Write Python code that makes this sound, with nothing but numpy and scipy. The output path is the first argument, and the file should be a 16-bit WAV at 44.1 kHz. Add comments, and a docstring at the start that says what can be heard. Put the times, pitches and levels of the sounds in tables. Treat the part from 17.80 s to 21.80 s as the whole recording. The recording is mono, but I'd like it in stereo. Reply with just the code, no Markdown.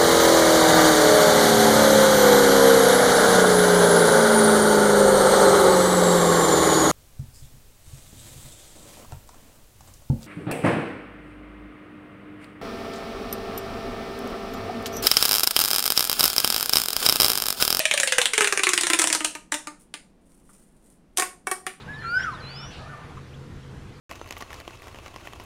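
"""A quick run of bright, hollow pops: a corrugated plastic tube is pulled open in a small quiet room.
Each fold buckles with a crack, rings the thin wall for a few milliseconds and excites the air column,
whose pitch falls as the tube lengthens. The pops thin out and fingers rustle on the ribs;
then a few folds are pushed shut, and the shorter column sounds higher again."""
import sys
import numpy as np
from scipy import signal
from scipy.fft import rfft, irfft
from scipy.io import wavfile
from scipy.ndimage import uniform_filter1d

SR = 44100
rng = np.random.default_rng(int(sys.argv[2]) if len(sys.argv) > 2 else 0)


def transcribe(signal):
    """Save signal, clipped to [-1, 1], as a 16-bit WAV file at the path in sys.argv[1]."""
    frames = np.atleast_2d(signal).T
    limited = np.clip(frames, -1, 1)
    pcm = np.round(limited * 32767).astype(np.int16)
    wavfile.write(sys.argv[1], SR, pcm)


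N = 176400
LEAD = 4410  # samples of margin before time zero
T = np.arange(-441, 8000) / SR  # time around one snap [s]
AFTER = np.maximum(T, 0)
PUSH_FROM_S = 3  # folds are pulled open before this and pushed shut after
ROOM_DB = -3.5  # level sent to the room


def tube(places=5, air_room_db=-9, pan_db=0.52, bass_cut_hz=220):
    """Superposition: each fold sounds crack, wall and air, and reaches the room by one of several paths."""
    # folds (time [s], crack level [dB], wall level [dB], wall pitch [Hz], air level [dB]), before trims
    pops = [(-0.012, -12, -11.5, 2820, -23), (0.0548, -15, -12.5, 2730, -30.5),
            (0.1127, -16.5, -11.5, 2600, -40.5), (0.1391, -16, -17, 2730, -27),
            (0.1769, -15.0, -15.5, 2760, -35), (0.2008, -12, -19.5, 2210, -36),
            (0.2334, -13.0, -15.5, 2000, -32), (0.275, -14.5, -13, 3100, -34.5),
            (0.3234, -13, -13, 2540.0, -31.5), (0.3838, -11, -10.5, 2365, -25.5),
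            (0.4166, -13, -19.5, 2600, -39), (0.4569, -14.0, -12.5, 2440, -46.0),
            (0.5356, -14.5, -13.5, 2520, -38.5), (0.5796, -11.5, -12, 2560, -26.5),
            (0.6085, -13, -14, 1770, -26.5), (0.62, -14.5, -15, 2640.0, -31),
            (0.645, -14.5, -13, 2606, -31.5), (0.6742, -15.0, -16, 2200, -46.5),
            (0.7254, -14.5, -16.5, 1910, -32.5), (0.7753, -16, -18.5, 2120, -36),
            (0.7945, -20.5, -18, 2080, -33), (0.8354, -11.5, -11.5, 2940, -35),
            (0.8695, -18, -12, 1880, -29.0), (0.8914, -11.0, -20.5, 2420, -37),
            (0.935, -10.5, -24.5, 1840, -30), (0.9778, -12.0, -13.5, 2200, -35.5),
            (1.0111, -12.5, -26.5, 2420, -39.5), (1.0348, -15.5, -17, 2660.0, -33),
            (1.0695, -13, -21.5, 2070.0, -42), (1.1015, -13.5, -15, 2330, -26),
            (1.1343, -11, -13, 2600, -28), (1.147, -23.5, -21.5, 2060, -40), (1.1902, -9.5, -30, 2520, -32),
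            (1.1955, -12.5, -16.5, 2510, -31), (1.2183, -10, -20.5, 2680, -37.5),
            (1.2415, -12.5, -24, 2440.0, -31.5), (1.2732, -12.5, -30.5, 2720, -35),
            (1.3018, -19, -21, 2100, -32.5), (1.3283, -9.5, -29, 2800, -41.5),
            (1.3498, -13.5, -22, 2520, -32.5), (1.4065, -24.5, -24, 2300, -31),
            (1.4474, -12.0, -20, 2910, -31), (1.552, -28.5, -29.5, 2080, -36),
            (1.7219, -16.5, -19, 1895, -31), (1.7422, -18, -27.0, 2500, -33),
            (1.8724, -28.5, -32, 1545, -34), (2.1406, -28, -29.5, 2374, -41.5),
            (3.3736, -14, -44, 1912, -53), (3.3838, -14.5, -25, 1820, -35.0),
            (3.3981, -13, -29, 1400.0, -31.5), (3.4223, -19.5, -21.5, 1700, -33.5),
            (3.6712, -23, -23.0, 1244, -36), (3.7148, -17.5, -27, 1590, -34),
            (3.867, -24, -21.5, 2100, -41)]
    # spectrum of a pulled fold's crack (frequency [Hz], gain [dB])
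    crack_spectrum = [(250, -18.5), (750, -7), (1800, -7), (4800, -5.5), (7500, -2), (9400, 0.5),
                      (10300, -9), (12000, -19), (16000, -29.5)]
    # added tilt that makes a pushed fold sound thinner (frequency [Hz], gain [dB])
    push_tilt = [(500, 2), (1800, 1), (4300, -0.5), (8000, 1), (12500, 9.5)]
    # a finger knocks softly on the wall (time [s], level [dB], pitch [Hz])
    knocks = [(2.693, -54, 1450)]
    # a fingernail slips over a rib (time [s], level [dB])
    rib_ticks = [(2.52, -56)]
    crack_trim_db, wall_trim_db, air_trim_db = -1, -1.5, 7
    pulled = minimum_phase(crack_spectrum)
    pushed = convolve(pulled, minimum_phase(push_tilt))
    direct, sent = np.zeros((2, LEAD + N)), np.zeros((places, 2, LEAD + N))
    for k, (s, crack_db, wall_db, wall_hz, air_db) in enumerate(pops):
        fold = crack(pushed, creak_s=0.003) if s > PUSH_FROM_S else crack(pulled)
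        snap = amp(crack_trim_db + crack_db) * fold + amp(wall_trim_db + wall_db) * wall_ring(wall_hz)
        hollow = amp(air_trim_db + air_db) * air_column(s)
        pan = amp(pan_db * rng.standard_normal() * np.array([[1], [-1]]))
        add(direct, s, (snap + hollow) * pan)
        add(sent[k % places], s, amp(ROOM_DB) * snap + amp(air_room_db) * hollow)
    for s, db, hz in knocks:
        knock = amp(db) * wall_ring(hz)
        add(direct, s, knock)
        add(sent[0], s, knock)
    for s, db in rib_ticks:
        add(direct, s, amp(db) * crack(pushed))
    heard = direct + sum(convolve(part, room_response()) for part in sent)
    bass_cut = signal.butter(2, bass_cut_hz, "high", fs=SR, output="sos")
    return signal.sosfilt(bass_cut, heard)[:, LEAD:]


def crack(colour, creak_s=0.00067, rise_s=0.00067, fall_s=0.0011, shiver_s=0.0051):
    """Snap-through buckling: a fold creaks, gives way between two small slips, and shivers."""
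    creak_db, slip_db, shiver_db = -23, -13, -20.5
    stretch = np.exp(0.3 * rng.uniform(-1, 1))  # some folds give way faster than others
    early_s, late_s = rng.random(2) * [.002, .005]
    power = 0
    for s, db in [(0, 0), (-early_s, slip_db), (late_s, slip_db)]:
        t = (T - s) / stretch
        power += (amp(db) * np.exp(np.minimum(t, 0) / rise_s - np.maximum(t, 0) / fall_s)) ** 2
    creak = amp(creak_db) * np.exp(np.minimum(T, 0) / creak_s)
    shiver = amp(shiver_db) * np.exp(-AFTER / shiver_s)
    envelope = np.sqrt(power + np.where(T < 0, creak, shiver) ** 2)
    noise = stereo_noise(len(T), correlation=0.12) * envelope
    return set_energy(convolve(noise, colour), 0.0032)


def wall_ring(hz, rise_s=0.00032, sag=0.47, sag_s=0.00096, spread_db=2.5, stereo_delay_s=0.00007):
    """Damped free vibration: the thin wall's modes ring, sagging to their pitch as the fold relaxes."""
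    # bending modes (ratio to the wall pitch, relative level [dB], 60 dB decay time [s])
    wall_modes = [(0.58, -2, 0.0056), (0.791, -1.5, 0.009), (1, -4.5, 0.011), (1.2, -4.5, 0.0055)]
    ring = 0
    for ratio, db, t60 in wall_modes:
        t = np.maximum(T + rise_s + stereo_delay_s * rng.standard_normal((2, 1)), 0)
        mode_hz = hz * ratio * (1 + 0.022 * rng.standard_normal())
        turns = mode_hz * (t + sag * sag_s * (1 - np.exp(-t / sag_s)))
        mode_db = db + spread_db * rng.standard_normal()  # each fold favours other modes
        envelope = (1 - np.exp(-t / rise_s)) * amp(mode_db - 60 * t / t60)
        ring += envelope * np.sin(2 * np.pi * (turns + rng.random()))
    return set_energy(ring, 0.0045)


def air_column(s, rise_s=0.0014, spread_db=2, detune=0.0046, reference_hz=370, cutoff_hz=329):
    """Standing waves: a pulse bounces along the tube in near-harmonic modes, dying sooner if it is short."""
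    # fundamental, set by the tube's length (time [s], frequency [Hz])
    column_pitch = [(.05, 628), (.28, 523), (.39, 500), (.6, 419.2), (1, 348), (1.42, 306.5), (2.1, 292.8),
                    (3.38, 365.2), (3.75, 373.5)]
    # modes (multiple, pulled level [dB], pushed level [dB], 60 dB decay time at reference_hz [s])
    air_modes = [(1, 2.5, 2, 0.098), (2.01, -10.5, 3, 0.096), (3.03, -3, 4.5, 0.07),
                 (4.02, -5, -6.5, 0.089), (5.01, -11, 2.5, 0.061), (6.05, -8.5, 3.5, 0.073),
                 (7.1, -7, -0.5, 0.041)]
    hz, ring = np.interp(s, *np.transpose(column_pitch)), 0
    for multiple, pulled_db, pushed_db, t60 in air_modes:
        level_draw, pitch_draw = rng.standard_normal(2)
        db = pushed_db if s > PUSH_FROM_S else pulled_db
        if multiple > 1:
            db += spread_db * level_draw  # the mix of overtones depends on the fold
        dispersion = 0.0099 * multiple ** 2  # the ribs spread the pulse
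        stereo_phase = 0.039 * multiple * rng.standard_normal((2, 1))
        turns = hz * multiple * (1 + detune * pitch_draw) * AFTER - dispersion + stereo_phase
        # the narrow mouth hardly radiates below the cutoff
        radiated = 1 / np.sqrt(1 + (cutoff_hz / (hz * multiple)) ** 20)
        decay_db = 60 * AFTER / t60 * np.sqrt(hz / reference_hz)
        ring += radiated * amp(db - decay_db) * np.cos(2 * np.pi * turns)
    return ring * (1 - np.exp(-AFTER / rise_s))


def fingers(grains_per_s=2000, grain_db=1.5, catch_db=3, catch_s=0.018):
    """Stick-slip friction: skin slides over the ribs in tiny grains, catching as it goes."""
    # strength of the rubbing (time [s], level [dB])
    rub_level = [(1.981, -81.5), (2.007, -49.5), (2.069, -81), (2.399, -83), (2.55, -62.5), (2.64, -70.5),
                 (2.719, -55), (2.92, -74.5), (3.1, -56.5), (3.2, -82)]
    # spectrum of skin on plastic (frequency [Hz], relative level [dB])
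    rub_spectrum = [(1400, -13.5), (4800, -13.5), (7500, -5), (9400, 3.5), (11000, -8.5), (16000, -17)]
    strength = amp(grain_db * np.minimum(rng.exponential(1, N), 4))
    slips = rng.random(N) < grains_per_s / SR
    grains = strength * slips * stereo_noise(N, correlation=0.42)
    catching = amp(catch_db * unit_rms(uniform_filter1d(rng.standard_normal(N), round(catch_s * SR))))
    envelope = amp(np.interp(np.arange(N) / SR, *np.transpose(rub_level)))
    rub = unit_rms(tint(grains * catching, rub_spectrum)) * envelope
    return rub + amp(ROOM_DB) * convolve(rub, room_response())


def room_response(gap_s=0.002, early_db=-5, early_s=0.0092, echoes_per_s=1500, coherent_hz=750):
    """Reverberation: near reflections from face and hands, then the diffuse tail of a small room."""
    # reverberation time (frequency [Hz], 60 dB decay time [s])
    room_t60 = [(400, 0.384), (1800, 0.2624), (9000, 0.2971), (15000, 0.2155)]
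    # spectrum at the start of the tail (frequency [Hz], relative level [dB])
    room_colour = [(1500, -0.43), (5000, -1.4), (12000, 0.17)]
    size = SR // 2
    t = np.arange(size) / SR
    hz, frame_s, spectra = signal.stft(rng.standard_normal((2, size)), SR, nperseg=256)
    decay = amp(curve(room_colour, hz)[:, None] - 60 * frame_s / curve(room_t60, hz)[:, None])
    tail = signal.istft(spectra * decay, SR, nperseg=256)[1][:, :size]
    echoes = rng.standard_normal((2, size)) * (rng.random((2, size)) < echoes_per_s / SR)
    early = set_energy(echoes * np.exp(-t / early_s) * (t > gap_s), 1 / SR)
    left, other = rfft(set_energy(tail * (t > gap_s), 1 / SR) + amp(early_db - ROOM_DB) * early)
    # long waves reach both channels alike
    coherence = np.exp(-(np.fft.rfftfreq(size, 1 / SR) / coherent_hz) ** 2 / 2)
    right = coherence * left + np.sqrt(1 - coherence ** 2) * other
    return irfft(np.array([left, right]), size)


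def room_tone(level_db=-56):
    """Stationary noise: the steady low murmur of the air in the room."""
    # ambient spectrum (frequency [Hz], relative level [dB])
    murmur_spectrum = [(15, -1), (35, -1), (110, -16.5), (172, -2.5), (400, -14), (1200, -27.5),
                       (4500, -39.5), (9200, -44.5), (16000, -54.5)]
    return amp(level_db) * unit_rms(tint(stereo_noise(N, correlation=0.65), murmur_spectrum))


def amp(db):
    return 10 ** (np.asarray(db) / 20)


def unit_rms(x):
    return x / np.sqrt(np.mean(x ** 2) + 1e-20)


def curve(points, hz):
    """Interpolation on a logarithmic frequency axis."""
    f, value = np.transpose(points)
    return np.interp(np.log(hz + 1), np.log(f + 1), value)


def add(mix, s, sound):
    """Superposition of a sound on the clock T onto the mix at time s."""
    part = mix[:, LEAD + round((s + T[0]) * SR):][:, :sound.shape[1]]
    part += sound[:, :part.shape[1]]


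def set_energy(x, seconds):
    """Normalisation to the energy of a unit-RMS signal of that duration."""
    return x * np.sqrt(seconds * SR / (x ** 2).sum(1).mean())


def stereo_noise(size, correlation):
    """Partial correlation: left and right share part of their noise."""
    noise = rng.standard_normal((3, size))
    return np.sqrt(correlation) * noise[0] + np.sqrt(1 - correlation) * noise[1:]


def minimum_phase(spectrum):
    """Causal impulse response: the phase follows from the Hilbert transform of the log gain."""
    log_gain = np.log(amp(curve(spectrum, abs(np.fft.fftfreq(2048, 1 / SR)))))
    return np.fft.ifft(np.exp(np.conj(signal.hilbert(log_gain)))).real[None, :1024]


def convolve(x, response):
    return signal.fftconvolve(x, response, axes=1)[:, :x.shape[1]]


def tint(x, spectrum):
    """Zero-phase filtering gives a long noise its spectrum."""
    gain = amp(curve(spectrum, np.fft.rfftfreq(x.shape[1], 1 / SR)))
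    return irfft(rfft(x) * gain, x.shape[1])


def scene():
    """The pressures of tube, fingers and room tone add linearly."""
    return tube() + fingers() + room_tone()


def record(dry):
    """Soft saturation rounds the loudest peaks; a low-pass filter then limits the band."""
    ceiling, edge_hz = 1.2, 15950
    rounded = dry / (1 + (dry / ceiling) ** 6) ** (1 / 6)
    low_pass = signal.firwin(255, edge_hz, window=("kaiser", 8), fs=SR)
    return signal.oaconvolve(rounded, low_pass[None], "same")


dry = scene()
out = record(dry)
transcribe(out)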